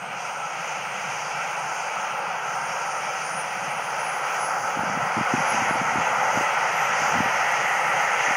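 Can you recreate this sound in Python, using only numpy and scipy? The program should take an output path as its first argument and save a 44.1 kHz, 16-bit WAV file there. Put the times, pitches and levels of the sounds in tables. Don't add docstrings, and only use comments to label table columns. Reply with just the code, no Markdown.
import sys
import numpy as np
from scipy import signal
from scipy.fft import rfft, irfft, next_fast_len
from scipy.io import wavfile
from scipy.ndimage import uniform_filter1d

SR = 44100
rng = np.random.default_rng(int(sys.argv[2]) if len(sys.argv) > 2 else 0)


def voltage_ratio(level):
    return 10 ** (np.asarray(level, float) / 20)


def digitize_waveform(pressure):
    field = np.atleast_2d(pressure).T
    bounded = np.clip(field, -1, 1)
    quanta = np.round(bounded * 32767).astype(np.int16)
    wavfile.write(sys.argv[1], SR, quanta)


N = 368676
T = np.arange(N) / SR
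FROM_MIDDLE = (np.arange(N) - N / 2) / SR


def rms_one(x):
    return x / np.sqrt(np.mean(x ** 2) + 1e-20)


def in_time(rows):
    s, *columns = np.transpose(rows)
    return [np.interp(T, s, c) for c in columns]


def drift(rate):
    coarse = 40
    r = np.exp(-2 * np.pi * rate * coarse / SR)
    draws = rng.standard_normal(N // coarse + 2002)
    slow = signal.lfilter([1], [1, -2 * r, r * r], draws)[2000:]
    return np.interp(np.arange(N) / coarse, np.arange(len(slow)), rms_one(slow))


def air_noise(spectrum, shared_db, patchy_db, rate, count):
    size = next_fast_len(N)
    hz, db = np.transpose(spectrum)
    pitch = np.log(np.arange(1, size // 2 + 2) * SR / size)
    colour = rfft(rng.standard_normal(size)) * voltage_ratio(np.interp(pitch, np.log(hz), db, right=-120))
    along = (pitch - np.log(hz[1])) / np.log(hz[-2] / hz[1])
    place = np.clip(along, 0, 1) * (count - 1)
    together, out = drift(rate), 0
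    for k in range(count):
        weight = np.clip(1 - abs(place - k), 0, 1)
        band = irfft(colour * weight, size)[:N]
        out = out + band * voltage_ratio(shared_db * together + patchy_db * drift(rate))
    return rms_one(out)


def tone(hz, level_db, flutter_db, wander_hz):
    phase = 2 * np.pi * np.cumsum(hz + wander_hz * drift(31.0)) / SR
    return np.sqrt(2) * voltage_ratio(level_db + flutter_db * drift(13.0)) * np.sin(phase)


def rumble():
    # (frequency [Hz], spectral density [dB per Hz])
    rumble_spectrum = [(12, -56), (20, -44), (27, -45), (38, -67), (91, -23), (126, -4), (150, 2),
                       (209, -3.5), (249, -13.5), (330, -8), (430, -82), (730, -120)]
    level_db = -48.5 + 0.48 * FROM_MIDDLE
    return voltage_ratio(level_db) * air_noise(rumble_spectrum, shared_db=-1.5, patchy_db=-1.64, rate=6.0, count=3)


def wind():
    # (frequency [Hz], spectral density [dB per Hz])
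    wind_spectrum = [(12, -72), (20, -42), (59, -15), (116, 2), (160, 5), (255, 2), (327, -21), (400, -11),
                     (520, -37), (880, -120)]
    # (time of peak [s], level [dB], rise [s], fall [s])
    gusts = [(4.8, -50, .03, 0.082), (4.96, -35, .1, 0.071), (5.2, -39.5, 0.043, 0.026),
             (5.36, -42.5, 0.022, 0.069), (5.6, -37.5, 0.092, 0.15), (5.82, -42.5, .1, .03),
             (5.98, -37.5, .05, 0.027), (6.23, -45, 0.13, 0.072), (6.399, -39.5, 0.052, 0.046),
             (6.76, -59, 0.05, .03), (6.91, -45.5, .04, .03), (7.03, -46.5, 0.036, 0.036),
             (7.172, -32.5, 0.036, 0.055), (7.4, -72, 0.034, .3), (8.29, -70, .1, .15)]
    # (time [s], peak level [dB], frequency [Hz])
    buffets = [(4.772, -22, 242), (4.792, -24, 177), (4.835, -22.5, 237), (4.898, -26, 214),
               (4.975, -23, 206), (5.169, -20, 197), (5.178, -17.5, 262), (5.187, -22.5, 257),
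               (5.211, -18, 229), (5.339, -10.5, 250), (5.348, -18.5, 250), (5.38, -22.5, 218),
               (5.404, -24, 176), (5.546, -24, 244), (5.621, -21.5, 230), (5.71, -20, 260),
               (5.756, -24.5, 245), (5.815, -19.5, 210), (5.958, -18.5, 305), (5.984, -19.5, 216),
               (6.374, -17.5, 231), (6.41, -22, 304), (7.02, -25, 274), (7.155, -22, 216),
               (7.171, -26, 198), (7.188, -34, 238), (7.205, -12, 210), (7.259, -24.5, 228),
               (8.284, -28.5, 230), (8.309, -25, 261)]
    edge_db = 8
    gust = 0
    for s, db, rise, fall in gusts:
        gust = gust + voltage_ratio(db - edge_db * np.maximum((s - T) / rise, (T - s) / fall))
    lumps = gust * air_noise(wind_spectrum, shared_db=2.0, patchy_db=0.5, rate=21.0, count=2)
    eddies = np.zeros(N)
    for (s, db, hz), turn in zip(buffets, rng.random(len(buffets))):
        cycles = np.arange(int(5 * SR / hz)) * hz / SR
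        rise = 0.61
        swell = (cycles / rise * np.exp(1 - cycles / rise)) ** 2.5
        start = int((s - rise / hz) * SR)
        eddies[start:start + len(cycles)] += voltage_ratio(db) * swell * np.sin(2 * np.pi * (cycles + turn))
    port = signal.butter(3, 95.0, "high", fs=SR, output="sos")
    return lumps + signal.sosfilt(port, eddies)


def whine():
    # (time [s], tone spacing [Hz])
    spool = [(0.0, 3963.0), (1.19, 4221.2), (2.39, 4486.2), (3.58, 4767.7), (4.18, 4939.8), (4.78, 5137.0),
             (5.37, 5351.0), (5.97, 5579.5), (6.57, 5807.2), (7.17, 6025.7), (8.36, 6463.1)]
    # (frequency [Hz], level [dB])
    second_order = [(7930, -82), (8400, -69.5), (8700, -60.5), (9400, -53.5), (10000, -55.5), (11000, -62),
                    (12000, -59), (12900, -73)]
    third_order = [(11900, -78), (12700, -75), (13300, -73), (14000, -69), (14800, -61), (15300, -61),
                   (15700, -74), (16000, -110)]
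    # (time [s], level change [dB], width [s])
    shimmer = [(1.08, -15, 0.047), (2.4, -46, 0.048), (3.0, 5.5, 0.053), (3.36, 10, 0.1), (4.1, 8.5, 0.078),
               (4.45, 12.5, 0.053), (4.95, -8.5, 0.098), (5.499, 17, .08), (5.76, 15, 0.057),
               (6.6, -10, 0.099), (6.82, 9, 0.085), (6.96, -21, 0.046), (7.68, -2, 0.054), (2.2, -0.5, .08)]
    spacing_hz, = in_time(spool)
    shimmer_db = sum(db * np.exp(-0.5 * ((T - s) / width) ** 2) for s, db, width in shimmer)
    second_db = np.interp(2 * spacing_hz, *np.transpose(second_order)) + shimmer_db
    third_db = np.interp(3 * spacing_hz, *np.transpose(third_order))
    second = tone(2 * spacing_hz, second_db, flutter_db=3.4, wander_hz=28.0)
    third = tone(3 * spacing_hz, third_db, flutter_db=4.0, wander_hz=30.0)
    power_hz = 8390 + 478 * T
    power_db = -59.5 - 48.5 * np.maximum(T - 1.9, 0)
    return second + third + tone(power_hz, power_db, flutter_db=3.0, wander_hz=15.0)


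def intake():
    # (frequency [Hz], spectral density [dB per Hz])
    hiss_spectrum = [(4000, -52), (4400, -15), (4750, -2.5), (5240, -4), (6150, 3), (6710, -0.5),
                     (7200, -9.5), (7500, -16.5), (7730, -23), (8000, -15), (8300, -23), (8500, -50)]
    upper_spectrum = [(8150, -30), (8350, -5), (8600, -2), (9200, 0), (10200, -3), (10850, -9), (11300, -7),
                      (11850, -10), (12050, -18), (12400, -19), (12750, -12), (13000, -21), (13700, -22),
                      (14000, -36)]
    top_spectrum = [(13600, -32.5), (13880, -14), (14150, -4), (14900, -8), (15300, -4), (15600, -2),
                    (15800, -9), (16500, 0.5)]
    # (time [s], hiss level [dB])
    air_path = [(0.0, -49), (0.28, -45.5), (0.51, -46), (0.61, -43.5), (1.75, -42), (2.33, -46),
                (2.65, -42), (4.12, -42.5), (4.4, -40), (4.8, -43), (5.56, -38.5), (5.89, -41.5),
                (6.29, -41), (6.38, -37.5), (6.92, -41.5), (6.96, -38.5), (7.29, -40), (8.36, -38)]
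    hiss_db, = in_time(air_path)
    swing_db = hiss_db - hiss_db.mean()
    upper_db = -55 + 0.89 * swing_db
    top_db = -64.5 + 0.76 * swing_db
    hiss = voltage_ratio(hiss_db + 0.55) * air_noise(hiss_spectrum, shared_db=-0.9, patchy_db=1.63, rate=3.4, count=4)
    upper = voltage_ratio(upper_db) * air_noise(upper_spectrum, shared_db=-0.2, patchy_db=1.0, rate=11.0, count=3)
    top = voltage_ratio(top_db) * air_noise(top_spectrum, shared_db=-0.5, patchy_db=1.0, rate=4.9, count=3)
    return hiss + upper + top


def exhaust():
    # (frequency [Hz], spectral density [dB per Hz])
    roar_spectrum = [(250, -42), (330, -21), (395, -17.5), (540, -5.5), (650, -7.5), (740, -0.5),
                     (860, 1.5), (950, -2.5), (1100, -7.5), (1230, -4), (1325, 1.5), (1430, -3),
                     (1590, -5.5), (1700, -15.5), (2100, -42)]
    duct_spectrum = [(1500, -49), (1700, 3.5), (1830, 4.5), (1930, 10), (2060, 5.5), (2190, 4.5),
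                     (2320, -7.5), (2500, -34)]
    upper_spectrum = [(1350, -30), (2300, 2), (2760, -1), (3240, -9.5), (3630, -24), (4400, -22.5),
                      (5720, -60), (9680, -120)]
    fizz_spectrum = [(6500, -40), (7400, 2), (13900, -3), (14500, -40)]
    # (time [s], roar level [dB], brightness [dB])
    thrust = [(0.0, -33.5, -9), (0.3, -32, -5), (0.32, -32, -9.5), (0.7, -31.5, -4), (2.44, -29, -8),
              (3.54, -30, -6), (4.26, -27, -7.5), (4.58, -26, -9.5), (4.61, -31, -5), (4.65, -27, -9),
              (5.7, -24.5, -4.5), (5.8, -25.5, -6), (6.4, -23, -7.5), (6.45, -25.5, -4.5),
              (6.87, -24.5, -4.5), (6.99, -23, -7), (7.66, -25, -2), (8.36, -24, -3.5)]
    roar_db, bright_db = in_time(thrust)
    mean_db = bright_db.mean()
    duct_db = roar_db + mean_db - 3 + 0.87 * (bright_db - mean_db) + 0.76 * FROM_MIDDLE
    upper_db = roar_db + bright_db - 2 - 0.45 * FROM_MIDDLE
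    fizz_db = roar_db - 38 + 1.7 * FROM_MIDDLE
    roar = voltage_ratio(roar_db + 0.57) * air_noise(roar_spectrum, shared_db=0.17, patchy_db=0.54, rate=4.3, count=4)
    duct = voltage_ratio(duct_db) * air_noise(duct_spectrum, shared_db=0.5, patchy_db=0.5, rate=6.0, count=2)
    fizz = voltage_ratio(fizz_db) * air_noise(fizz_spectrum, shared_db=2.5, patchy_db=2.5, rate=5.5, count=4)
    upper = voltage_ratio(upper_db) * air_noise(upper_spectrum, shared_db=1.18, patchy_db=0.04, rate=2.7, count=3)
    return roar + duct + fizz + upper


def scene():
    return (rumble() + wind() + whine() + intake() + exhaust())[None]


def camera_storage(x):
    # (frequency [Hz], step level [dB])
    camera_step = [(250, -42), (900, -27), (2400, -28), (3800, -40), (5200, -32), (6300, -31), (7600, -41),
                   (9000, -37), (11800, -43.5), (13500, -43.5), (14300, -47.5), (15800, -45)]
    hop, offset, top_hz = 1024, 421, 15775
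    n, k = np.arange(2 * hop)[:, None] + 0.5, np.arange(hop) + 0.5
    window = np.sin(np.pi * n / (2 * hop))
    basis = np.sqrt(2 / hop) * window * np.cos(np.pi / hop * (n + hop / 2) * k)
    lead = 2 * hop - offset
    blocks = np.pad(x, (lead, 3 * hop - (N + lead) % hop)).reshape(-1, hop)
    lines = np.hstack([blocks[:-1], blocks[1:]]) @ basis
    hz = k * SR / (2 * hop)
    group_db = np.repeat(rng.standard_normal((len(lines), hop // 32)), 32, axis=1)
    table_hz, table_db = np.transpose(camera_step)
    step_db = np.interp(np.log(hz), np.log(table_hz), table_db)
    near_db = uniform_filter1d(10 * np.log10(lines ** 2 + 1e-9), size=128)
    near_db = uniform_filter1d(near_db, size=3, axis=0)
    masked_db = near_db - near_db.mean(axis=0)
    step = voltage_ratio(step_db + 0.95 * masked_db + 0.7 * group_db)
    whole = np.floor((abs(lines) / step) ** 0.75 + 0.4054)
    kept = np.sign(lines) * whole ** (4 / 3) * step * (hz < top_hz)
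    frames = kept @ basis.T
    joined = frames[1:, :hop] + frames[:-1, hop:]
    return joined.ravel()[lead - hop:][:N]


def low_pass(x):
    return signal.sosfilt(signal.butter(12, 16560, fs=SR, output="sos"), x)


def record(dry):
    bass_cut = signal.butter(2, 45.0, "high", fs=SR, output="sos")
    thin = signal.sosfilt(bass_cut, dry)
    mix = camera_storage(thin[0])[None]
    return low_pass(mix)


dry = scene()
out = record(dry)
digitize_waveform(out)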